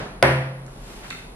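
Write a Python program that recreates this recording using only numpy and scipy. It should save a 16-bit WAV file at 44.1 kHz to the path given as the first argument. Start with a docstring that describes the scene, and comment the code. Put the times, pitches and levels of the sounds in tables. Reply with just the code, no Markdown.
"""A small room. A hard knock close by, likely an aluminium crutch set against furniture: a contact
crack and damped modes, then reflections, a diffuse wash and booming standing waves.
An earlier sound is still dying away at the start. Then clothes rustle and a second crutch is picked
up: a hand slides on the tube, the grip thuds, light clacks ring it. Low rumble and hiss throughout."""
import sys
import numpy as np
from scipy import signal
from scipy.fft import rfft, irfft
from scipy.io import wavfile
from scipy.ndimage import uniform_filter1d

SR = 44100
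rng = np.random.default_rng(int(sys.argv[2]) if len(sys.argv) > 2 else 0)


def wrap_up_sound(samples):
    """Save the sound to the file named by the first command line argument, as 16-bit audio."""
    columns = np.atleast_2d(samples).T
    # keep every value between -1 and 1, then stretch to whole-number steps
    tamed = np.clip(columns, -1, 1)
    steps = np.round(tamed * 32767).astype(np.int16)
    wavfile.write(sys.argv[1], SR, steps)


N = 59535
T, HZ = np.arange(N) / SR, np.fft.rfftfreq(N, 1 / SR)
KNOCK_S, WASH_RISE_S = .2262, .005

# stereo width of near sounds: freq_hz, side_to_mid_db
NEAR_WIDTH = [(100, -32), (500, -13), (1200, -9), (2500, 1), (5000, 1), (12000, 6)]
# stereo width of the diffuse field: freq_hz, side_to_mid_db
ROOM_WIDTH = [(60, -16), (130, -29), (220, -18), (380, -9), (700, -6), (1290, -.5), (2380, 2.5), (4400, 6),
              (8120, 7), (15000, 5)]


def knock():
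    """A contact crack and heavily damped modes, reflected by near surfaces."""
    # modes of the struck body: pitch_hz, level_db, t60_s
    body_modes = [(194, -33, 0.048), (354, -12.5, 0.052), (536, -6.5, 0.064), (710, -3.5, 0.026),
                  (998, -15, 0.037), (1472, -12.5, 0.039), (1800, -15, 0.017), (2010, -3, 0.013),
                  (2338, -10.5, 0.02), (2687, -19.5, 0.033), (3516, -9.5, 0.016), (4610, -6.5, 0.007),
                  (9800, -21, 0.026)]
    # crack spectrum: freq_hz, density_db
    crack_spectrum = [(100, -17), (500, -1.5), (2200, 1.5), (3600, -9), (5200, -12.5), (7500, -28.5),
                      (10000, -9), (13000, -43), (16000, -42)]
    # first reflections: delay_s, gain_db, right_lag_s
    reflections = [(.0032, -11, 0.0069), (.0063, -26, -0.004), (0.0114, -25, -0.013), (.0205, -15, 0.0049),
                   (.0247, -17, -0.0013)]
    rise_s, right_lag_s, low_cut_hz, echo_top_hz = .00052, .00006, 111, 2500
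    body = np.array([sum((-1) ** k * mode(*row, lag_s) for k, row in enumerate(body_modes))
                     for lag_s in (0, right_lag_s)])
    crack = amp(-6) * burst(peak_s=.00091, sharpness=2.22) * noise(curve(crack_spectrum), NEAR_WIDTH)
    direct = signal.lfilter(*signal.butter(2, low_cut_hz, "high", fs=SR), body * rise(rise_s) + crack)
    left, right = signal.lfilter(*signal.butter(1, echo_top_hz, fs=SR), direct)
    echoes = sum(amp(gain_db) * np.array([delay(left, delay_s), delay(right, delay_s + lag_s)])
                 for delay_s, gain_db, lag_s in reflections)
    return delay(direct + echoes, KNOCK_S)


def room_boom():
    """The knock fills the room with a diffuse wash and excites its standing waves."""
    # wash spectrum: freq_hz, density_db
    wash_spectrum = [(40, -25), (100, 1), (170, -1), (240, -4.5), (295, -4), (380, 0), (450, -7.5),
                     (540, 7.5), (700, 3), (980, 0), (1150, -2), (1900, 0), (2600, -7.5), (3800, -20),
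                     (5500, -25), (7000, -36.5), (9700, -21.5), (12500, -34), (14500, -50)]
    # standing waves: pitch_hz, level_db, t60_s, rise_s
    room_modes = [(74.6, -14, 0.41, 0.089), (133.6, -11, 0.97, 0.073), (169.8, -28, .8, 0.022),
                  (212.3, -29, 0.62, 0.018), (256.6, -29.5, 0.63, 0.0083), (340.8, -22.5, 0.62, 0.011),
                  (394.3, -23, 0.47, .01), (514, -24, 0.86, 0.0067), (544.6, -32, 1.09, 0.0039),
                  (631.4, -22, 0.44, 0.0059), (665, -30.5, 0.76, .01), (719.4, -30, 0.71, 0.0058),
                  (896, -32.5, 0.48, .01), (989, -30.5, .5, 0.0033), (1410, -31.5, 0.75, 0.0054),
                  (1712, -28, 0.4, .01), (1792, -30, 0.22, 0.0054), (1865, -40, 0.65, 0.0083)]
    beat_hz, beat_db_per_octave, lowest_hz = 17, 1.18, room_modes[0][0]
    wash = amp(-15.5) * room_tail(curve(wash_spectrum)) * rise(WASH_RISE_S)
    boom = np.zeros(N)
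    for pitch_hz, level_db, t60_s, rise_s in room_modes:
        # higher modes waver, as if beating with close neighbours
        beat_db = beat_db_per_octave * np.log2(pitch_hz / lowest_hz) * waver(beat_hz)
        boom += mode(pitch_hz, level_db + beat_db, t60_s) * rise(rise_s)
    return delay(wash + boom, KNOCK_S)


def clack(start_s, level_db, centre_hz, width_oct, ring_db):
    """A light contact, coloured by the tube, rings on in the tube and the room."""
    # tube resonances: pitch_hz, relative_db, t60_s
    tube_modes = [(1334, -0.5, 0.11), (1530, -10.5, 0.18), (2068, -8, .18), (2175, -12.5, .22),
                  (2620, -4.5, 0.099), (3640, -4, 0.28), (4180, -10, 0.2), (4470, -17, 0.17),
                  (7700, -32, .15)]
    valley_db, half_width_hz, top_hz, peak_s, room_db = -21, 130, 12100, .0011, -15
    peaks = sum(amp(db) / (1 + ((HZ - hz) / half_width_hz) ** 2) for hz, db, _ in tube_modes)
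    force_db = hump_db(centre_hz, width_oct) - 10 * np.log10(1 + (HZ / top_hz) ** 20)
    colour_db = force_db + 20 * np.log10(amp(valley_db) + peaks)
    tick = burst(peak_s) * noise(colour_db, NEAR_WIDTH)
    ring = sum(amp(ring_db + np.interp(hz, HZ, force_db)) * mode(hz, db, t60_s, rng.random((2, 1)))
               for hz, db, t60_s in tube_modes)
    tail = amp(room_db) * room_tail(colour_db) * rise(WASH_RISE_S)
    return amp(level_db) * delay(tick + ring * rise(peak_s) + tail, start_s)


def handling():
    """The second crutch clacks as it is picked up."""
    # contacts: start_s, level_db, centre_hz, width_oct, ring_db
    contacts = [(.664, -50, 7000, .45, -20), (.680, -42, 1400, .5, -20), (1.1037, -35, 6500, .8, -9),
                (1.1075, -26.5, 2100, .7, -6), (1.120, -40, 3800, .9, -4), (1.126, -37, 2400, .7, 2),
                (1.149, -40, 3500, .8, -2)]
    return sum(clack(*row) for row in contacts)


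def grip():
    """A soft, low thud as the crutch is taken up."""
    thud = mode(pitch_hz=165.7, level_db=-40, t60_s=.4) + mode(pitch_hz=251, level_db=-42.5, t60_s=.53)
    return delay(thud * rise(.0091), delay_s=1.112)


def rustle():
    """Cloth rubs in small clumps as the arms move; a hand slides on the tube."""
    # cloth envelope: time_s, level_db
    cloth_envelope = [(0, -87), (.62, -62), (.8, -52), (.91, -45.5), (.97, -46), (1.03, -48), (1.12, -45),
                      (1.23, -51.5), (1.35, -59)]
    # cloth spectrum: freq_hz, density_db
    cloth_spectrum = [(150, 1.5), (400, 1.5), (1000, -4), (2500, -7), (5000, -14), (7500, -16.5),
                      (10000, -16.5), (12500, -20.5), (15500, -48)]
    # cloth stereo width: freq_hz, side_to_mid_db
    cloth_width = [(60, -26), (110, -11), (200, -2.5), (380, -15), (700, -10), (1290, -3), (2380, 1),
                   (4400, 5), (8120, 4.5), (15000, 6)]
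    grain_db, grain_s = 1, .0063
    slide_db, slide_peak_s, slide_half_s = -45.5, 1.056, .03
    clumps = uniform_filter1d(rng.standard_normal(N), int(grain_s * SR))
    grain = amp(grain_db * clumps / clumps.std())
    cloth = amp(np.interp(T, *np.transpose(cloth_envelope))) * noise(curve(cloth_spectrum), cloth_width)
    swell = amp(slide_db) * np.exp(-((T - slide_peak_s) / slide_half_s) ** 2)
    slide = swell * noise(hump_db(centre_hz=1500, width_oct=.86), ROOM_WIDTH)
    return grain * (cloth + slide)


def earlier_tail():
    """An earlier sound dies away as reverberation and a low hum."""
    # tail spectrum: freq_hz, density_db
    tail_spectrum = [(53, -48), (90, -4), (196, -6), (261, -8), (523, -8), (1010, -14.5), (1610, -15.5),
                     (10200, -47.5), (12000, -51), (15600, -84), (22000, -120)]
    return amp(-30) * room_tail(curve(tail_spectrum)) + mode(pitch_hz=190, level_db=-38.5, t60_s=1.0)


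def room_tone():
    """Steady low rumble and faint hiss."""
    # quiet room spectrum: freq_hz, density_db
    floor_spectrum = [(15, -24), (40, 4), (70, -21.5), (130, -10), (250, -12.5), (500, -17.5), (1000, -22),
                      (2000, -37.5), (4000, -42.5), (7500, -55), (10500, -37.5), (11500, -52.5),
                      (13000, -85)]
    # its stereo width: freq_hz, side_to_mid_db
    floor_width = [(40, -46), (130, -23.5), (400, -7), (1200, 0.5), (10000, 10)]
    return amp(-42.5) * noise(curve(floor_spectrum), floor_width)


def room_tail(spectrum_db):
    """Diffuse noise; each band decays at the room's own rate."""
    # reverberation time: freq_hz, t60_s
    room_t60 = [(100, 0.78), (260, 0.54), (700, 0.63), (1840, .64), (4850, 0.65), (12000, 0.55)]
    freq_hz, time_s, bands = signal.stft(noise(spectrum_db, ROOM_WIDTH), SR, nperseg=512, noverlap=384)
    decay = amp(-60 * time_s / curve(room_t60, freq_hz)[:, None])
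    return signal.istft(bands * decay, SR, nperseg=512, noverlap=384)[1][:, :N]


def amp(db):
    """Decibels to gain."""
    return 10 ** (np.asarray(db) / 20)


def curve(points, at_hz=HZ):
    """Interpolates a table on a log-frequency axis."""
    freq_hz, value = np.transpose(points)
    return np.interp(np.log(at_hz + 1), np.log(freq_hz + 1), value)


def delay(x, delay_s):
    """Fractional delay of each channel."""
    return np.apply_along_axis(lambda channel: np.interp(T - delay_s, T, channel, left=0), -1, x)


def hump_db(centre_hz, width_oct):
    """A broad spectral hump."""
    return -40 * np.log10(1 + (np.log2((HZ + 1) / centre_hz) / width_oct) ** 2 / 2)


def noise(spectrum_db, width):
    """Coloured stereo noise, mid channel at unit RMS."""
    white = rfft(rng.standard_normal((2, N)))
    mid, side = irfft(white * amp([spectrum_db, spectrum_db + curve(width)]), N)
    return np.array([mid + side, mid - side]) / mid.std()


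def burst(peak_s, sharpness=1):
    """Envelope of one brief contact."""
    return (T / peak_s * np.exp(1 - T / peak_s)) ** sharpness


def rise(rise_s):
    """Exponential build-up from 0 to 1."""
    return 1 - np.exp(-T / rise_s)


def mode(pitch_hz, level_db, t60_s, lag_s=0):
    """One decaying partial; the lag shifts only its phase."""
    return amp(level_db - 60 * T / t60_s) * np.sin(2 * np.pi * pitch_hz * (T - lag_s))


def waver(rate_hz):
    """Slow random drift, unit RMS."""
    drift = irfft(rfft(rng.standard_normal(N)) * np.exp(-(HZ / rate_hz) ** 2), N)
    return (drift - drift.mean()) / drift.std()


def scene():
    """All sources over the room tone."""
    background = room_tone()
    return knock() + room_boom() + earlier_tail() + handling() + grip() + rustle() + background


def record(dry):
    """The knock just overloads the input; a low-pass limits the band."""
    knee, cutoff_hz = 4, 16400
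    clipped = dry / (1 + abs(dry) ** knee) ** (1 / knee)
    low_pass = signal.firwin(255, cutoff_hz, window=("kaiser", 9), fs=SR)
    return signal.oaconvolve(clipped, low_pass[None], "same")


dry = scene()
out = record(dry)
wrap_up_sound(out)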